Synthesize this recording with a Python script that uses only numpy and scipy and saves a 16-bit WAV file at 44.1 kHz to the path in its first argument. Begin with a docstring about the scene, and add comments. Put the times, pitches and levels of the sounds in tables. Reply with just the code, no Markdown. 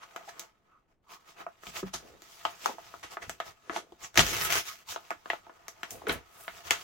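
"""A padded kraft-paper mailer in the hands, close to a stereo microphone in a small, damped room.
First it crackles and is held still in the air; from 1.6 s it lies on the desk, pressed flat with knocks and snaps.
At 4.2 s a knife pierces it and parts fibre after fibre along the seam; then it creaks, frays and snaps open.
Panels are short rings and noise bursts, fibres are random slips, the pouch and desk are decaying resonances.
Short reflections and a faint steady room air surround it all."""
import sys
import numpy as np
from scipy import signal
from scipy.fft import rfft, irfft, next_fast_len
from scipy.io import wavfile
from scipy.ndimage import uniform_filter1d

SR = 44100
rng = np.random.default_rng(int(sys.argv[2]) if len(sys.argv) > 2 else 0)


def int16_out(signal):
    """Quantize to a 16-bit WAV file."""
    q = np.round(np.clip(np.atleast_2d(signal).T, -1, 1) * 32767)
    wavfile.write(sys.argv[1], SR, q.astype(np.int16))


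N = 301203  # samples in the scene

# Levels in the tables are relative: the functions that play them and the mix apply further gains.


def undb(db):
    """Decibels to gain."""
    return 10 ** (np.asarray(db) / 20)


def unit(x):
    """Scale to rms 1."""
    return x / np.sqrt(np.mean(x ** 2) + 1e-20)


def band(x, lo_hz, hi_hz, order=2):
    """Causal band-pass."""
    edges = [lo_hz, min(hi_hz, .48 * SR)]
    return signal.sosfilt(signal.butter(order, edges, "band", fs=SR, output="sos"), x)


def colour(x, points):
    """Shape the spectrum by (freq_hz, level_db) points, joined over log frequency."""
    hz, db = np.transpose(points)
    size = next_fast_len(x.shape[-1])
    bins_hz = np.maximum(np.arange(size // 2 + 1) * SR / size, 1)
    gain = undb(np.interp(np.log(bins_hz), np.log(hz), db))
    return irfft(rfft(x, size) * gain, size)[..., :x.shape[-1]]


def spread(three, likeness):
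    """Left and right from one shared and two separate signals."""
    likeness = np.clip(likeness, 0, 1)
    return np.sqrt(likeness) * three[0] + np.sqrt(1 - likeness) * three[1:]


def noise(size, likeness):
    """Stereo white noise; likeness 1 is mono, 0 is two unrelated sides."""
    return spread(rng.standard_normal((3, size)), likeness)


def walk(rate):
    """A smooth random wander of rms 1, with about this many new values per second."""
    step = int(SR / rate)
    stairs = np.repeat(rng.standard_normal(N // step + 1), step)
    return unit(uniform_filter1d(stairs, step)[:N])


def fibres(rate, scatter_db, likeness):
    """Tiny slips at random moments, rate per second, a few much larger than the rest."""
    slips = rng.random(N) < rate / SR
    sizes = undb(scatter_db * np.minimum(rng.exponential(size=N), 5))
    return unit(noise(N, likeness) * slips * sizes)


def add(track, s, sound):
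    """Mix a sound into the track at time s."""
    start = max(int(s * SR), 0)
    track[:, start:start + sound.shape[-1]] += sound[:, :N - start]


def during(span, fade_s=0.079):
    """1 inside a span of time, 0 outside, with soft edges."""
    t = np.arange(N) / SR
    return np.clip(np.minimum(t - span[0], span[1] - t) / fade_s, 0, 1)


def flurry(s, rise, fall):
    """An envelope that grows to 1 at time s and dies away."""
    t = np.arange(N) / SR
    return np.exp(-np.minimum(np.maximum((s - t) / rise, (t - s) / fall), 20))


def bell(s, length, roundness=1.92):
    """An envelope that swells to 1 at time s and dies the same way; roundness 1 is pointed, 2 is round."""
    t = np.arange(N) / SR
    return np.exp(-np.minimum(np.abs(2 * (t - s) / length) ** roundness, 20))


def wander(grain, depth=0.51, count=9):
    """As the contact travels, resonances of the sheet come and go."""
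    centres_hz = np.geomspace(650, 11000, count)
    return grain + sum(depth * walk(32) * band(grain, hz / 1.05, hz * 1.005, order=1) for hz in centres_hz)


def friction(face, hiss, grain):
    """Slips drive the paper face and, above it, its hissing fibres; the contact catches and lets go unevenly."""
    split_hz, catch_db, flicker_db = 2500, .9, 1.1
    low = unit(band(grain, 64, split_hz, order=4))
    high = unit(band(grain, split_hz, SR / 2, order=4))
    sound = face * low * undb(flicker_db * walk(50)) + hiss * high * undb(flicker_db * walk(50))
    return sound * undb(catch_db * walk(200))


def judder(lowest_hz=45, highest_hz=100):
    """Uneven rumble of the desk under anything that drags across the mailer."""
    shake, uneven = noise(N, .6), undb(2.5 * walk(25))
    return unit(band(shake, lowest_hz, highest_hz) * uneven)


# A stiff panel buckles: start_s, flip_s, pitch_hz, panel_db, crack_db, fibre_tick_db
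PANEL_SNAPS = [(0.16, .0022, 1170, -38.5, -47.5, -51), (0.3951, .0002, 1230, -56, -44.5, -39),
               (1.4646, 0.0011, 950, -37, -73, -71), (1.633, 0.0019, 1300, -49.5, -65, -62),
               (1.667, 0.0016, 1350, -51, -43, -53), (1.829, 0.0018, 1150, -44.5, -60, -76),
               (2.22, 0.00052, 1300, -57, -57, -53.5), (2.451, 0.00098, 900, -25.5, -31.5, -47),
               (2.6584, 0.00056, 965, -23.5, -35.5, -36), (2.783, 0.00044, 825, -43.5, -76, -70),
               (2.9401, 0.00028, 800, -42.5, -70, -76), (3.1692, 0.00093, 1150, -35.5, -57, -74),
               (3.295, 0.00058, 1350, -38.5, -43, -39.5), (3.4007, 0.00098, 1220, -32, -41, -49.5),
               (3.696, 0.00037, 1290, -32.5, -51, -63), (3.7617, 0.00073, 760, -31.5, -39, -66),
               (3.921, .0008, 810, -55, -63, -70), (4.143, 0.00082, 1490, -54, -55, -55),
               (4.157, 0.00028, 1330, -37, -42, -41), (4.1746, 0.00032, 2020, -18.5, -20, -23),
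               (4.1926, 0.00043, 1830, -20, -19, -30), (4.503, 0.0011, 1400, -35.5, -36, -35.5),
               (4.5241, 0.00038, 1370, -31.5, -29.5, -30.5), (4.9215, .0013, 1000, -46, -50, -65),
               (4.944, .0013, 1400, -50, -57, -70), (4.9603, 0.00075, 880, -34.5, -44, -56),
               (5.105, 0.00076, 1250, -32.5, -47, -48), (5.1137, 0.00029, 1180, -35.5, -52, -63),
               (5.257, .001, 1047, -41.5, -55, -67.5), (5.3004, 0.0011, 1940, -25.5, -35, -49),
               (5.3322, .0008, 860, -34, -45.5, -59.5), (5.464, 0.0034, 893, -51.5, -70, -80),
               (5.494, 0.0012, 1020, -48, -69.5, -80), (5.6815, 0.00067, 1180, -46, -47.5, -42),
               (5.8313, 0.001, 1370, -35.5, -40, -47.5), (5.906, 0.0012, 2070, -63, -46.5, -41),
               (6.018, 0.00079, 810, -46, -80, -76), (6.068, 0.0015, 1440, -34.5, -46, -56),
               (6.0934, 0.0018, 1470, -31.5, -29.5, -49), (6.479, .001, 1380, -36.5, -43.5, -61),
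               (6.707, 0.0011, 1790, -23, -23.5, -26)]
# The ring's decay outlasts the flip by this many cycles; body level follows the panel about a typical one.
RING_CYCLES, SNAP_TYPICAL_DB = 0.46, -33.5


def snaps(body_db=-50, body_share=0.53, crack_trim_db=-1.0, likeness=0.47,
          settle_db=-6, settle_s=0.017, pan_db=1.5):
    """A panel flips through: it rings at its own pitch, its fold cracks, the sheet settles."""
    out, t = np.zeros((2, N)), np.arange(int(SR / 10)) / SR
    ring_share = .5
    window = SR / 100  # each level is the rms of the burst's energy packed into 10 ms
    pan = undb([[pan_db / 2], [-pan_db / 2]])  # the flip leans left
    for s, flip_s, hz, panel_db, crack_db, tick_db in PANEL_SNAPS:
        rise = 1 - np.exp(-(t / flip_s) ** 2)
        settle = noise(len(t), 0.23) * rise * np.exp(-t / settle_s)
        push = unit(noise(len(t), likeness) * rise * np.exp(-t / flip_s))
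        push = push + undb(settle_db) * unit(settle)
        # the two sides hear the ring at different phases
        phase = rng.uniform(-0.52, 1.0) * np.array([[1], [-1]])
        ring = np.sin(2 * np.pi * hz * t + phase) * rise * np.exp(-t / (flip_s + RING_CYCLES / hz))
        rasp = unit(band(push, 606, hz * 1.58, order=3))
        flip = (ring_share * unit(ring) + (1 - ring_share) * rasp) * pan
        tick = unit(band(push, 5500, 7800)) + 0.56 * unit(band(push, 8700, 15000))
        parts = [(band(push, 235, 640, order=3), body_db + body_share * (panel_db - SNAP_TYPICAL_DB)),
                 (band(flip, 500, 2910, order=4), panel_db),
                 (band(push, 2040, 3930, order=3), crack_db + crack_trim_db),
                 (tick, tick_db)]
        snap = sum(unit(part) * undb(db) for part, db in parts)
        add(out, s, snap * np.sqrt(window / len(t)))
    return out


# A crease gives way in a flurry, or at 4.18-4.21 s the knife's point bursts through: peak_s, rise_s, fall_s,
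# level_db, treble_minus_level_db
CREASE_CRUNCHES = [(0.035, 0.018, 0.01, -48, -8), (0.293, 0.0056, 0.0053, -40.5, -7),
                   (1.94, 0.0032, 0.018, -33.5, 1), (2.676, 0.044, 0.038, -43, -10),
                   (3.031, 0.0012, 0.029, -39.5, -7.5), (3.224, 0.004, 0.02, -40.5, -7.5),
                   (3.772, 0.035, 0.019, -37.5, -5), (4.184, 0.009, 0.017, -21.5, -2.5),
                   (4.208, 0.0085, 0.0045, -23.5, -0.5), (6.097, 0.011, 0.033, -29.5, -13.5),
                   (6.717, 0.007, 0.025, -29, -9)]


def crunches(lowest_hz=450):
    """Flurries of fibre slips swell and die as a crease rolls through the paper or the knife's point bursts
    through it."""
    grain = colour(fibres(rate=9000, scatter_db=1.6, likeness=0.25), FIBRE_COLOUR)
    face = unit(band(grain, lowest_hz, 3400, order=4))
    treble = unit(band(grain, 3000, 11000))
    dull, bright = np.zeros(N), np.zeros(N)
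    for s, rise, fall, db, treble_db in CREASE_CRUNCHES:
        swell = undb(db) * flurry(s, rise, fall)
        dull = dull + swell
        bright = bright + swell * undb(treble_db)
    return dull * face + bright * treble


# The knife runs along the seam, level by level: time_s, paper_face_db, fibre_hiss_db
KNIFE_PATH = [(4.24, -37, -37), (4.3, -42, -37), (4.385, -41, -41.5), (4.456, -34, -34.5),
              (4.494, -40.5, -45), (4.522, -34.5, -34), (4.582, -35, -36.5), (4.64, -58, -52.5),
              (4.687, -48.5, -42), (4.826, -69, -69), (4.85, -91, -91)]
# Colour of parting fibres, shared with the crunches: freq_hz, level_db
FIBRE_COLOUR = [(60, 1.5), (150, -19.5), (350, -4), (800, 0), (1300, 3.5), (1700, 3), (2400, 1.5),
                (4900, -4), (6200, -0.5), (8700, -11), (15000, -7.5)]
# The point goes through the paper, and the edge takes this long to bite.
PIERCE_S, BITE_S = 4.17, 0.03


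def cut(hiss_trim_db=3, rumble_db=-5, ease_s=0.32):
    """The edge parts fibre after fibre; its drag shakes the desk, less as the hand eases off."""
    slips = fibres(rate=2600, scatter_db=1.5, likeness=0.14)
    grain = wander(colour(slips, FIBRE_COLOUR))
    t = np.arange(N) / SR
    s, face_db, hiss_db = np.transpose(KNIFE_PATH)
    since = np.maximum(t - PIERCE_S, 0)
    snags = undb(1.4 * walk(55))
    bite = np.minimum(since / BITE_S, 1) * snags
    # silent after the last row
    drag = bite * undb(np.interp(t, s, face_db, right=-np.inf))
    hiss = bite * undb(np.interp(t, s, hiss_db, right=-np.inf))
    rumble = undb(rumble_db) * drag * np.exp(-since / ease_s) * judder()
    return friction(drag, hiss * undb(hiss_trim_db), grain) + rumble


# Frayed fibres part with a high fizz: peak_s, rise_s, fall_s, level_db
FIBRE_FRAYS = [(4.445, 0.042, 0.022, -31.5), (5.906, 0.0018, 0.032, -43.5), (6.085, 0.0017, 0.017, -41.5),
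               (6.124, 0.0019, 0.014, -38.5), (6.41, 0.052, 0.095, -54)]


def frays(lowest_hz=7000, highest_hz=17000):
    """The finest fibres along the slit give way, far brighter than the sheet."""
    fizz = unit(band(fibres(rate=2900, scatter_db=1.5, likeness=0.13), lowest_hz, highest_hz))
    return fizz * sum(undb(db) * flurry(s, rise, fall) for s, rise, fall, db in FIBRE_FRAYS)


# Skin or blade strokes the paper: fastest_s, length_s, paper_face_db, hiss_minus_face_db
PAPER_STROKES = [(0.22, 0.46, -58, -6), (0.284, 0.057, -56.5, 0.5), (0.394, 0.13, -52.5, -8.5),
                 (0.713, 0.24, -71.5, -12), (0.913, 0.055, -72, -9), (1.127, 0.064, -53, 0),
                 (1.293, 0.077, -58.5, 1), (1.404, 0.061, -45.5, -10), (1.684, 0.11, -53, 2.5),
                 (1.776, 0.058, -44, 5), (1.873, 0.045, -49, -5), (2.06, 0.29, -61.5, -1.5),
                 (2.332, 0.24, -63.5, 9), (2.485, 0.16, -52.5, 0.5), (2.662, 0.12, -56.5, 12),
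                 (2.893, 0.33, -59.5, 2.5), (3.129, 0.052, -49, -1.5), (3.277, 0.18, -61.5, 3.5),
                 (3.478, 0.064, -49, 0), (4.042, 0.061, -47.5, 2.5), (4.912, 0.059, -52, 13.5),
                 (5.034, 0.28, -61, 0), (5.329, 0.15, -58, 0.5), (5.652, 0.87, -63.5, -7.5),
                 (5.935, 0.31, -59, -0.5), (6.418, 0.27, -56, -3.5), (6.573, 0.12, -52, -0.5),
                 (6.673, 0.058, -47, 2.5), (6.785, 0.13, -52, 3.5)]
# Colour of sliding on paper: freq_hz, level_db
SLIDING_COLOUR = [(200, -15.5), (520, -5), (700, -2.5), (1230, -0.5), (1700, -7.5), (3300, -11.5),
                  (4900, -11), (6300, -10), (7700, -13), (8700, -20.5), (15000, -17)]
# The mailer is held still in the air: from_s, to_s; at all other times the hands creep faintly over it.
HELD_STILL = (0.4, 1.098)
CREEP_DB, CREEP_HISS_DB = -69, -72.5
SET_DOWN_S = 1.62  # from here on the mailer lies on the desk


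def slides(level_db=-1, crackle_db=-8, rumble_db=-13):
    """Skin and the flat of the blade brush the paper in fine, dense slips, with small dull crackles among them."""
    slips = unit(colour(fibres(rate=14000, scatter_db=2.0, likeness=0.15), SLIDING_COLOUR))
    crackles = unit(band(fibres(rate=320, scatter_db=0.7, likeness=0.5), 700, 3400, order=3))
    grain = wander(slips + undb(crackle_db) * crackles)
    moving = 1 - during(HELD_STILL)
    on_desk = np.arange(N) / SR > SET_DOWN_S
    face, hiss = moving * undb(CREEP_DB), moving * undb(CREEP_HISS_DB)
    for s, length, db, hiss_db in PAPER_STROKES:
        swell = undb(db) * bell(s, length)
        face = np.hypot(face, swell)
        hiss = np.hypot(hiss, swell * undb(hiss_db))
    rumble = undb(rumble_db) * face * on_desk * judder()
    return undb(level_db) * friction(face, hiss, grain) + rumble


# A fingertip or the blade drags and one panel creaks: peak_s, length_s, pitch_hz, level_db
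PANEL_CREAKS = [(0.032, 0.024, 1200, -51.5), (0.182, 0.058, 697, -52.5), (0.289, 0.021, 726, -42.5),
                (0.743, 0.1, 1200, -67), (1.13, 0.098, 1045, -55), (2.688, 0.069, 905, -43),
                (3.23, 0.024, 1950, -46.5), (4.045, 0.029, 6500, -43), (4.29, .06, 6430, -39),
                (4.557, 0.038, 1380, -37.5), (4.698, 0.05, 1250, -47), (4.889, 0.024, 1020, -48.5),
                (4.935, 0.047, 6140, -50), (5.948, 0.089, 720, -57.5)]


def creaks():
    """Quick slips feed one narrow resonance of the sheet."""
    slips, width = fibres(rate=4000, scatter_db=1.0, likeness=.7), 1.16
    out = 0
    for s, length, hz, db in PANEL_CREAKS:
        tone = unit(band(slips, hz / width, hz * width, order=3))
        out = out + undb(db) * bell(s, length) * tone
    return out


# The air pocket and its stiff walls ring: freq_hz, level_db, decay_s
POUCH_RESONANCES = [(199.4, 4.5, 0.012), (349, 6, 0.0077), (686.5, -1.5, 0.0056), (878, -6, 0.012),
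                    (1243, -5, 0.0046), (2300, -29, 0.014)]


def pouch(x):
    """Whatever moves the paper also rings the hollow mailer."""
    t = np.arange(int(SR / 10)) / SR
    response = 0
    for hz, db, decay in POUCH_RESONANCES:
        gain = undb(db) * 2 / (decay * SR)  # keeps the peak gain independent of decay
        response = response + gain * np.cos(2 * np.pi * hz * t) * np.exp(-t / decay)
    return x + signal.fftconvolve(x, response[None], axes=1)[:, :N]


# The padded mailer bumps the desk: start_s, pouch_db, pouch_pitch_hz, decay_s, desk_db
DESK_BUMPS = [(1.669, -44.5, 189, 0.017, -56), (1.829, -21, 373, 0.0071, -75),
              (1.831, -30.5, 190.5, 0.026, -51), (1.939, -36, 363, 0.01, -51), (3.271, -43, 85, .015, -54),
              (3.697, -23, 336, 0.0046, -60), (3.764, -37.5, 358, 0.018, -81),
              (3.921, -35.5, 349, 0.0071, -66.5), (4.176, -20, 340, 0.011, -31),
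              (4.193, -27, 197, .019, -50), (6.07, -22, 430, 0.01, -62), (6.093, -31, 401, 0.019, -42.5)]
# The desk top rings: freq_hz, level_db, decay_s
DESK_RESONANCES = [(58, 4, 0.0526), (96.8, -7, 0.045), (152.3, 0.5, 0.03), (236.4, 1.5, 0.033)]


def bumps(width=0.5, scuff_db=-7):
    """The air-filled pouch gives a hollow knock with a little scuff and sets the desk top ringing."""
    out, t = np.zeros((2, N)), np.arange(int(SR / 2)) / SR
    desk = sum(undb(db) * np.sin(2 * np.pi * hz * t) * np.exp(-t / decay) for hz, db, decay in DESK_RESONANCES)
    desk = desk * (1 - np.exp(-t / 0.0056))  # soft onset
    for s, db, hz, decay, desk_db in DESK_BUMPS:
        fade = np.exp(-t / decay) * (1 - np.exp(-t * hz))
        knock = np.sin(2 * np.pi * hz * t) * fade
        scuff = unit(band(noise(len(t), 0.18) * fade, hz / (1 + width), hz * (1 + width))) * np.std(knock)
        add(out, s, (knock + undb(scuff_db) * scuff) * undb(db) + desk * undb(desk_db))
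    return out


# The pouch flexes and its padding rumples: peak_s, rise_s, fall_s, level_db, desk_rumble_db
POUCH_HEAVES = [(2.06, 0.051, 0.099, -54, -62), (2.69, 0.024, .032, -41, -70),
                (3.05, .012, 0.019, -55, -58), (3.235, .02, .07, -54, -59),
                (3.735, 0.031, 0.077, -48.5, -73), (4.189, 0.0092, 0.037, -33.5, -33),
                (4.335, 0.048, 0.041, -44, -38), (5.926, 0.0064, 0.056, -45.5, -50.5),
                (6.04, .004, 0.01, -51, -68), (6.1, 0.015, 0.032, -32, -47.5),
                (6.163, 0.018, 0.023, -56, -44), (6.714, .005, 0.023, -44, -54)]


def heaves(lowest_hz=250, highest_hz=600):
    """The whole pouch bulges: a dense, dull rumpling over the rumble of the desk."""
    rumple = unit(band(fibres(rate=900, scatter_db=1.0, likeness=0.47), lowest_hz, highest_hz))
    rumble = judder()
    return sum(flurry(s, rise, fall) * (undb(db) * rumple + undb(desk_db) * rumble)
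               for s, rise, fall, db, desk_db in POUCH_HEAVES)


# Colour of the room's reflections: freq_hz, level_db
REFLECTION_COLOUR = [(100, 4.5), (500, -3.5), (5000, 2.5), (15000, 0)]


def room(x, near_db=-8, near_t60=0.036, far_db=-10, far_t60=0.15):
    """Quick reflections from desk and hands, then the short tail of the walls, as decaying noise (t60 in s)."""
    t = np.arange(int(SR / 2)) / SR
    echo = 0
    for db, t60, delay_s in [(near_db, near_t60, .002), (far_db, far_t60, .006)]:
        decay = np.exp(-np.log(1000) * t / t60)
        tail = noise(len(t), 0.029) * decay * np.clip(t / delay_s - 1, 0, 1)
        echo = echo + undb(db) * unit(tail) / np.sqrt(len(t))
    return signal.fftconvolve(x, colour(echo, REFLECTION_COLOUR), axes=1)[:, :N]


# Colour of the quiet room: freq_hz, level_db (per hertz)
AIR_COLOUR = [(30, -4.5), (60, -5), (400, -10.5), (3000, -36.5), (16000, -55)]


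def room_air(level_db=-74.5):
    """Faint steady air of the room: coloured stereo noise."""
    return unit(colour(noise(N, 0.7), AIR_COLOUR)) * undb(level_db)


def scene(paper_db=-1, thud_room_db=-7):
    """All the paper sounds in the room, over its faint steady air; the dull thuds stay drier."""
    sheet = snaps() + crunches() + cut() + frays() + slides() + creaks()
    paper = pouch(sheet) * undb(paper_db)
    thuds = bumps() + heaves()
    return paper + thuds + room(paper + undb(thud_room_db) * thuds) + room_air()


def record(dry, top_hz=16000):
    """The recorder cuts the very top with a steep low-pass."""
    return signal.sosfilt(signal.ellip(10, .2, 80, top_hz, fs=SR, output="sos"), dry)


dry = scene()
out = record(dry)
int16_out(out)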